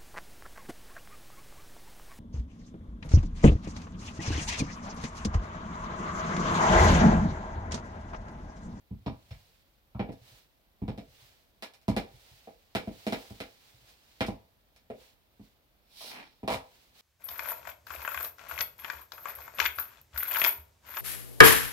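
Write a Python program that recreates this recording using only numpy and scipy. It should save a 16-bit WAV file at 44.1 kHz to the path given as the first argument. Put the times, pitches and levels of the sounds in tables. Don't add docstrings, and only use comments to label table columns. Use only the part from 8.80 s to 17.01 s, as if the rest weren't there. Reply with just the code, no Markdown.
import sys
import numpy as np
from scipy import signal
from scipy.fft import rfft, irfft, next_fast_len
from scipy.io import wavfile

SR = 44100
rng = np.random.default_rng(int(sys.argv[2]) if len(sys.argv) > 2 else 0)


def transcribe(signal):
    frames = np.atleast_2d(signal).T
    limited = np.clip(frames, -1, 1)
    pcm = np.round(limited * 32767).astype(np.int16)
    wavfile.write(sys.argv[1], SR, pcm)


N = 362061
TAIL = SR // 2
CUTOFF_HZ = 16000

# (frequency [Hz], width [Hz], relative level [dB])
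JOIST_MODES = [(46.5, 32, 3), (67, 90, -1.5), (95.7, 35, 2), (119, 47, -1.5), (148, 17, -13)]
BOARD_MODES = [(183, 36, 1), (214, 19.7, 4), (264.8, 20, 3), (323, 17, -11), (404.3, 18, -4)]
KNOCK_MODES = [(458, 50, 1), (515, 36, -1.5), (662, 55, 2.5), (791, 17, 2), (840, 14, -8.5),
               (949.3, 30, -4), (1208, 30, -1)]
HEEL_MODES = [(1390, 164, 3), (1694, 12.5, 9.5), (1927, 21, 6), (2100, 60, 4), (2284, 12, 11),
              (2380, 67, 7), (2815, 13, -3), (3717, 22, 0), (4010, 18, 1), (4290, 50, -1.5),
              (5380, 130, 9.5)]

# (delay [s], gain [ratio], lag at the left microphone [samples])
ECHOES = [(.0028, 0.35, 0), (.0046, 0.3, 2), (.0069, -.7, 7), (0.0128, 0.2, -9.5), (0.0151, 0.43, 7.5),
          (0.0171, -0.46, 6), (.021, 0.33, -5), (0.037, -0.27, -2.5)]

# (frequency [Hz], relative density [dB per Hz])
KNIT_COLOUR = [(200, -15.5), (700, -7), (1200, -11.5), (2400, -7), (4200, -6), (6500, -13.5), (11000, -18),
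               (16000, -14)]
HISS_COLOUR = [(1500, -18), (3000, -1.5), (4200, 2.5), (5500, -4.5), (7000, -12.5), (11000, -7.5),
               (15500, -12.5)]
SCRAPE_COLOUR = [(100, -15.5), (250, 1), (500, -9), (800, 1), (1300, -9), (2400, -4.5), (3300, -11),
                 (5000, -38.5)]
STILL_COLOUR = [(25, -4.5), (50, 4.5), (110, -4.5), (220, -8.5), (400, -12), (650, -10.5), (1200, -17.5),
                (3500, -23), (6500, -41.5), (10000, -31), (14000, -19.5), (16000, -27)]
STILL_DB = -69

# (frequency [Hz], shared power [ratio])
LIKENESS = [(60, 0.63), (200, 0.55), (450, .65), (900, 0.34), (3000, 0.12), (12000, 0.083)]
# (time [s], distance from the microphones [m])
DISTANCE = [(0, 4.8), (2.0, 3.3), (3.0, 2.7), (4.0, 2.4), (8.2, 2.5)]
LEFT_LAG_SAMPLES = 9.03
# (frequency [Hz], left minus right [dB])
PORTS = [(60, -0.7), (1300, 0), (2400, 0.3), (4400, -7), (6200, 0.5), (8100, 2), (11000, 0), (14500, -18.5)]
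BEND_LAG_SAMPLES, BEND_HZ = 4, 1400

# (time [s], strength [dB],
# weight [dB], hardness [dB], knock pitch of that spot [Hz], edge [dB])
HEEL_STRIKES = [(0.2615, -35, -1.5, -7.3, 830, 2), (0.508, -64, 22.5, 3.3, 800, 6),
                (1.194, -32, -5, -6.2, 680, -13), (2.08, -37, 0, -8, 720, -1), (2.177, -43, -8, -7, 530, 4),
                (2.824, -52, -30, 3.5, 837, 5), (3.081, -26, -4.5, -10, 760, 6),
                (3.165, -30.5, -11.5, -4, 630, 1), (3.9503, -35, -6, -0.3, 672, -1),
                (4.267, -30, -20, -6, 530, 2), (4.324, -34.5, -13, -2.3, 676, -1),
                (4.603, -46, -7, 1, 580, 0), (5.407, -33.5, -4.5, -0.3, 740, -5)]
# (time [s], strength [dB], weight [dB], hardness [dB], knock pitch of that spot [Hz])
SOLE_CONTACTS = [(0.108, -41, 1.5, -24, 700), (1.148, -45, 5, -7.5, 1000), (1.288, -42.5, -2.5, -3, 634),
                 (2.018, -35.5, -1.5, -18, 700), (3.673, -55, -12, 7, 610), (4.074, -37, -7, -6.5, 560),
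                 (4.505, -50, 2, -6, 590), (5.483, -35, -4.5, -4.5, 740), (6.101, -44.5, -12.5, 4.5, 500),
                 (6.595, -51, -6, -17, 752), (7.208, -73, -12, 19.5, 960), (7.243, -72, -12, 17, 680),
                 (7.631, -41.5, -6, -5.5, 690)]
# (level against the boards [dB], gain [dB per dB hardness])
HEEL_SHARES = [(2.5, 1.0), (0.9, 2.0), (-11.5, 2.0)]
SOLE_SHARES = [(0.4, 1.0), (-16, 0.8), (-31, 0.6)]
SKIP_SHARES = [(8.3, 1.0), (0.7, 1.9), (-11, 3.0)]
TICK_LOSS_DB_PER_M = 5.5
HEEL_CLICK_HZ, SOLE_CLICK_HZ, CLICK_HZ_PER_EDGE_DB = 2380, 1680, 55
BOARD_HZ, BOARD_SAG_HZ_PER_DB, BOARD_HZ_PER_HARD_DB, BOARD_RANGE_HZ = 232, 5.5, 2.4, (185, 335)

# (time [s], strength [dB], weight [dB], hardness [dB],
# knock pitch [Hz], edge [dB])
SKIP_FIRST = (7.6775, -39, -13, 0, 830, 0)
# (strength [dB], weight [dB], hardness [dB])
SKIP_CHANGE = (-3.3, 4.7, 1.2)
SKIP_GAP_S, SKIP_GAP_RATIO = .0253, .77

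# (time [s], level [dB])
SETTLES = [(1.412, -59), (1.513, -59.5), (2.28, -59.5), (2.419, -63.5), (3.336, -56.5), (3.512, -59.5),
           (4.94, -62.5), (5.02, -66)]
# (time [s], click level [dB])
FLEXES = [(1.32, -66), (2.937, -62), (3.015, -72), (3.336, -72), (5.465, -51), (5.962, -66)]
FLEX_KNOCK_DB, FLEX_TICK_DB = -8, -6
FLEX_KNOCK_HZ, FLEX_CLICK_HZ = 770, 3200

# (middle time [s], level before the dress gain [dB], half length [s])
SWISHES = [(0.58, -65.5, .24), (1.52, -58, .1), (2.43, -61, .17), (3.5, -60.5, .24), (4.36, -53.5, .28),
           (4.88, -62.5, .2), (5.095, -58.5, .055), (5.35, -64.5, .22), (6.24, -60.5, .08),
           (6.66, -67, .06), (7.96, -64, .2), (8.21, -56, .05)]
SWISH_SHAPE = 1.5
KNIT_REST_DB = -76.5

# (fully on at [s], level before its gain [dB],
# hold [s], rise [dB per s], fall [dB per s])
SKIM = (7.208, -50, .09, 210, 95)
GRIND = (7.355, -49, .04, 110, 185)
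LOAD_FROM_S, LOAD_S, LOADED_HISS_HZ = 7.25, .2, 4800


def from_db(db):
    return 10 ** (np.asarray(db) / 20)


def rms(x):
    return np.sqrt(np.mean(x ** 2) + 1e-24)


def at_hz(points, hz):
    table_hz, values = np.transpose(points)
    return np.interp(np.log(hz + 1), np.log(table_hz), values)


def cut(x, hz, kind, order=2):
    sos = signal.butter(order, np.minimum(hz, .45 * SR), kind, fs=SR, output="sos")
    return signal.sosfilt(sos, x)


def around(x, hz, octaves):
    edges_hz = hz * 2 ** (np.array([-.5, .5]) * octaves)
    return cut(x, edges_hz, "band")


def resonate(x, modes, plain_db):
    out = from_db(plain_db) * x
    for hz, width, db in modes:
        radius = np.exp(-np.pi * width / SR)
        top = from_db(db) * (1 - radius * radius) / 2
        poles = [1, -2 * radius * np.cos(2 * np.pi * hz / SR), radius * radius]
        out = out + signal.lfilter([top, 0, -top], poles, x)
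    return out


def diffuse(size, spectrum=None):
    padded = next_fast_len(size, True)
    hz = np.arange(padded // 2 + 1) * SR / padded
    noises = rfft(rng.standard_normal((3, padded)))
    alike = np.clip(at_hz(LIKENESS, hz), 0, 1)
    lags = np.array([[LEFT_LAG_SAMPLES], [0]])
    shared = noises[2] * np.exp(-2j * np.pi * hz / SR * lags)
    both = np.sqrt(alike) * shared + np.sqrt(1 - alike) * noises[:2]
    if spectrum is not None:
        bass_fade = np.minimum(hz / spectrum[0][0], 1) ** 2
        both = both * from_db(at_hz(spectrum, hz)) * bass_fade
    noise = irfft(both, padded)[:, :size]
    return noise / rms(noise)


def still_air():
    return from_db(STILL_DB) * diffuse(N, STILL_COLOUR)


def grain(per_s, depth_db):
    knots = rng.standard_normal(N // 20)
    place = np.arange(N) * per_s / SR
    return from_db(depth_db * np.interp(place, np.arange(len(knots)), knots))


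def dress(gain_db=1.5):
    t = np.arange(N) / SR
    power = from_db(KNIT_REST_DB) ** 2
    for s, db, half_s in SWISHES:
        swell = np.exp(-np.abs((t - s) / half_s) ** SWISH_SHAPE)
        power = power + (from_db(db) * swell) ** 2
    rubbing = grain(per_s=63, depth_db=1.0) * diffuse(N, KNIT_COLOUR)
    return from_db(gain_db) * np.sqrt(power) * rubbing


def stroke(s, db, hold_s, rise_db_per_s, fall_db_per_s):
    t = np.arange(N) / SR - s
    rise_db = rise_db_per_s * np.maximum(-t, 0)
    fall_db = fall_db_per_s * np.maximum(t - hold_s, 0)
    return from_db(db - rise_db - fall_db)


def dragged_sole(hiss_gain_db=5.0, scrape_gain_db=2.0):
    catches = grain(per_s=110, depth_db=1.6) * grain(per_s=700, depth_db=2.2)
    skim = from_db(hiss_gain_db) * stroke(*SKIM) * np.sqrt(catches) * diffuse(N, HISS_COLOUR)
    load = np.clip((np.arange(N) / SR - LOAD_FROM_S) / LOAD_S, 0, 1) ** 2
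    skim = (1 - load) * skim + load * cut(skim, LOADED_HISS_HZ, "low", order=1)
    grind = from_db(scrape_gain_db) * stroke(*GRIND) * catches * diffuse(N, SCRAPE_COLOUR)
    friction = skim + grind
    rubbed = resonate(friction, HEEL_MODES, plain_db=7.5)
    return rubbed * rms(friction) / rms(rubbed)


def arrival(delay_s, lag):
    at = delay_s * SR + np.array([[lag], [0]])
    return np.maximum(1 - np.abs(np.arange(TAIL) - at), 0)


def reflections(wander=.07, uneven_db=0.5):
    out = np.zeros((2, TAIL))
    for delay_s, gain, lag in ECHOES:
        shift, lift = rng.standard_normal(2)
        out += gain * from_db(uneven_db * lift) * arrival(delay_s * (1 + wander * shift), lag)
    return out


def reverberation(noise, wet_db, t60, late_db, late_t60, build_s=0.003):
    t = np.arange(TAIL) / SR
    decay = from_db(-60 * t / t60) + from_db(late_db - 60 * t / late_t60)
    fall = decay * (1 - np.exp(-t / build_s))
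    return from_db(wet_db) * noise * fall / np.sqrt(np.sum(fall ** 2))


def contact(room, metres, board_hz, knock_hz, click_hz, wall_hz=7000, near_m=2.0):
    direct = -arrival(0, LEFT_LAG_SAMPLES) * near_m / metres
    early = direct - cut(reflections(), wall_hz, "low", order=1)
    noise = (room + diffuse(TAIL)) * np.sqrt(.5)

    floor_noise = .68 * noise.mean(axis=0) + .32 * noise
    rumble = reverberation(floor_noise, wet_db=-4, t60=.16, late_db=-27, late_t60=.9)
    thump = resonate(direct + rumble, JOIST_MODES, plain_db=-11)
    thump = cut(thump, [46, 128], "band", order=3)

    board = early + reverberation(noise, wet_db=-1.5, t60=.22, late_db=-33.5, late_t60=.7)
    board = around(resonate(board, BOARD_MODES, plain_db=-3.5), board_hz, octaves=1.09)

    knock = early + reverberation(noise, wet_db=0, t60=.28, late_db=-14.5, late_t60=.48)
    knock = resonate(knock, KNOCK_MODES, plain_db=-1)
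    knock = cut(knock, knock_hz * np.array([.62, 1.3]), "band", order=3)

    click = early + reverberation(noise, wet_db=4, t60=.175, late_db=-12, late_t60=.35)
    click = around(resonate(click, HEEL_MODES, plain_db=3), click_hz, octaves=1.71)
    click = cut(click, 4920, "low", order=4)

    tick = early + reverberation(noise, wet_db=3.5, t60=.135, late_db=-10, late_t60=.28)
    tick = cut(cut(tick, [5200, 15800], "band", order=3), 12000, "low", order=1)

    attack = SR // 25
    return [voice / rms(voice[:, :attack]) for voice in (thump, board, knock, click, tick)]


def distance_at(s):
    return np.interp(s, *np.transpose(DISTANCE))


def small_sounds():
    off, pitches = -np.inf, (BOARD_HZ, FLEX_KNOCK_HZ, FLEX_CLICK_HZ)
    for s, db in SETTLES:
        yield s, [db, off, off, off, off], pitches
    for s, db in FLEXES:
        yield s, [off, off, db + FLEX_KNOCK_DB, db, db + FLEX_TICK_DB], pitches


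def skips(count=4):
    s, db, weight, hardness, knock_hz, edge = SKIP_FIRST
    for k in range(count):
        force = np.add((db, weight, hardness), k * np.array(SKIP_CHANGE))
        yield (s, *force, knock_hz, edge)
        s = s + SKIP_GAP_S * SKIP_GAP_RATIO ** k


def blows(rows, shares, click_hz):
    offset, slope = np.transpose(shares)
    nearest = min(metres for _, metres in DISTANCE)
    for s, db, weight, hardness, knock_hz, edge in rows:
        knock, click, tick = db + offset + slope * hardness
        tick = tick + edge - TICK_LOSS_DB_PER_M * (distance_at(s) - nearest)
        board_hz = BOARD_HZ - BOARD_SAG_HZ_PER_DB * weight + BOARD_HZ_PER_HARD_DB * hardness
        board_hz = np.clip(board_hz, *BOARD_RANGE_HZ)
        levels = [db + weight, db, knock, click, tick]
        yield s, levels, (board_hz, knock_hz, click_hz + CLICK_HZ_PER_EDGE_DB * edge)


def steps():
    out, room = np.zeros((2, N + TAIL)), diffuse(TAIL)
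    heels = blows(HEEL_STRIKES, HEEL_SHARES, HEEL_CLICK_HZ)
    edgeless_soles = [(*row, 0) for row in SOLE_CONTACTS]
    soles = blows(edgeless_soles, SOLE_SHARES, SOLE_CLICK_HZ)
    skipping = blows(skips(), SKIP_SHARES, HEEL_CLICK_HZ)
    for s, levels, pitches in [*heels, *soles, *skipping, *small_sounds()]:
        voices = contact(room, distance_at(s), *pitches)
        at = round(s * SR)
        out[:, at:at + TAIL] += sum(gain * voice for gain, voice in zip(from_db(levels), voices))
    return out[:, :N]


def through_ports(x):
    padded = next_fast_len(N + TAIL, True)
    hz = np.arange(padded // 2 + 1) * SR / padded
    sides = np.array([[.5], [-.5]])
    gains = from_db(at_hz(PORTS, hz) * sides)
    gains = gains / np.sqrt(np.mean(gains ** 2, axis=0))
    lag = sides * BEND_LAG_SAMPLES * np.exp(-(hz / BEND_HZ) ** 2)
    bend = np.exp(-2j * np.pi * hz / SR * lag)
    return irfft(rfft(x, padded) * bend * gains, padded)[:, :N]


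def scene():
    return still_air() + through_ports(dress() + dragged_sole() + steps())


def record(dry):
    without_rumble = cut(dry, 21, "high")
    top_cut = signal.ellip(10, .2, 70, CUTOFF_HZ, fs=SR, output="sos")
    return signal.sosfilt(top_cut, without_rumble)


dry = scene()
out = record(dry)
transcribe(out)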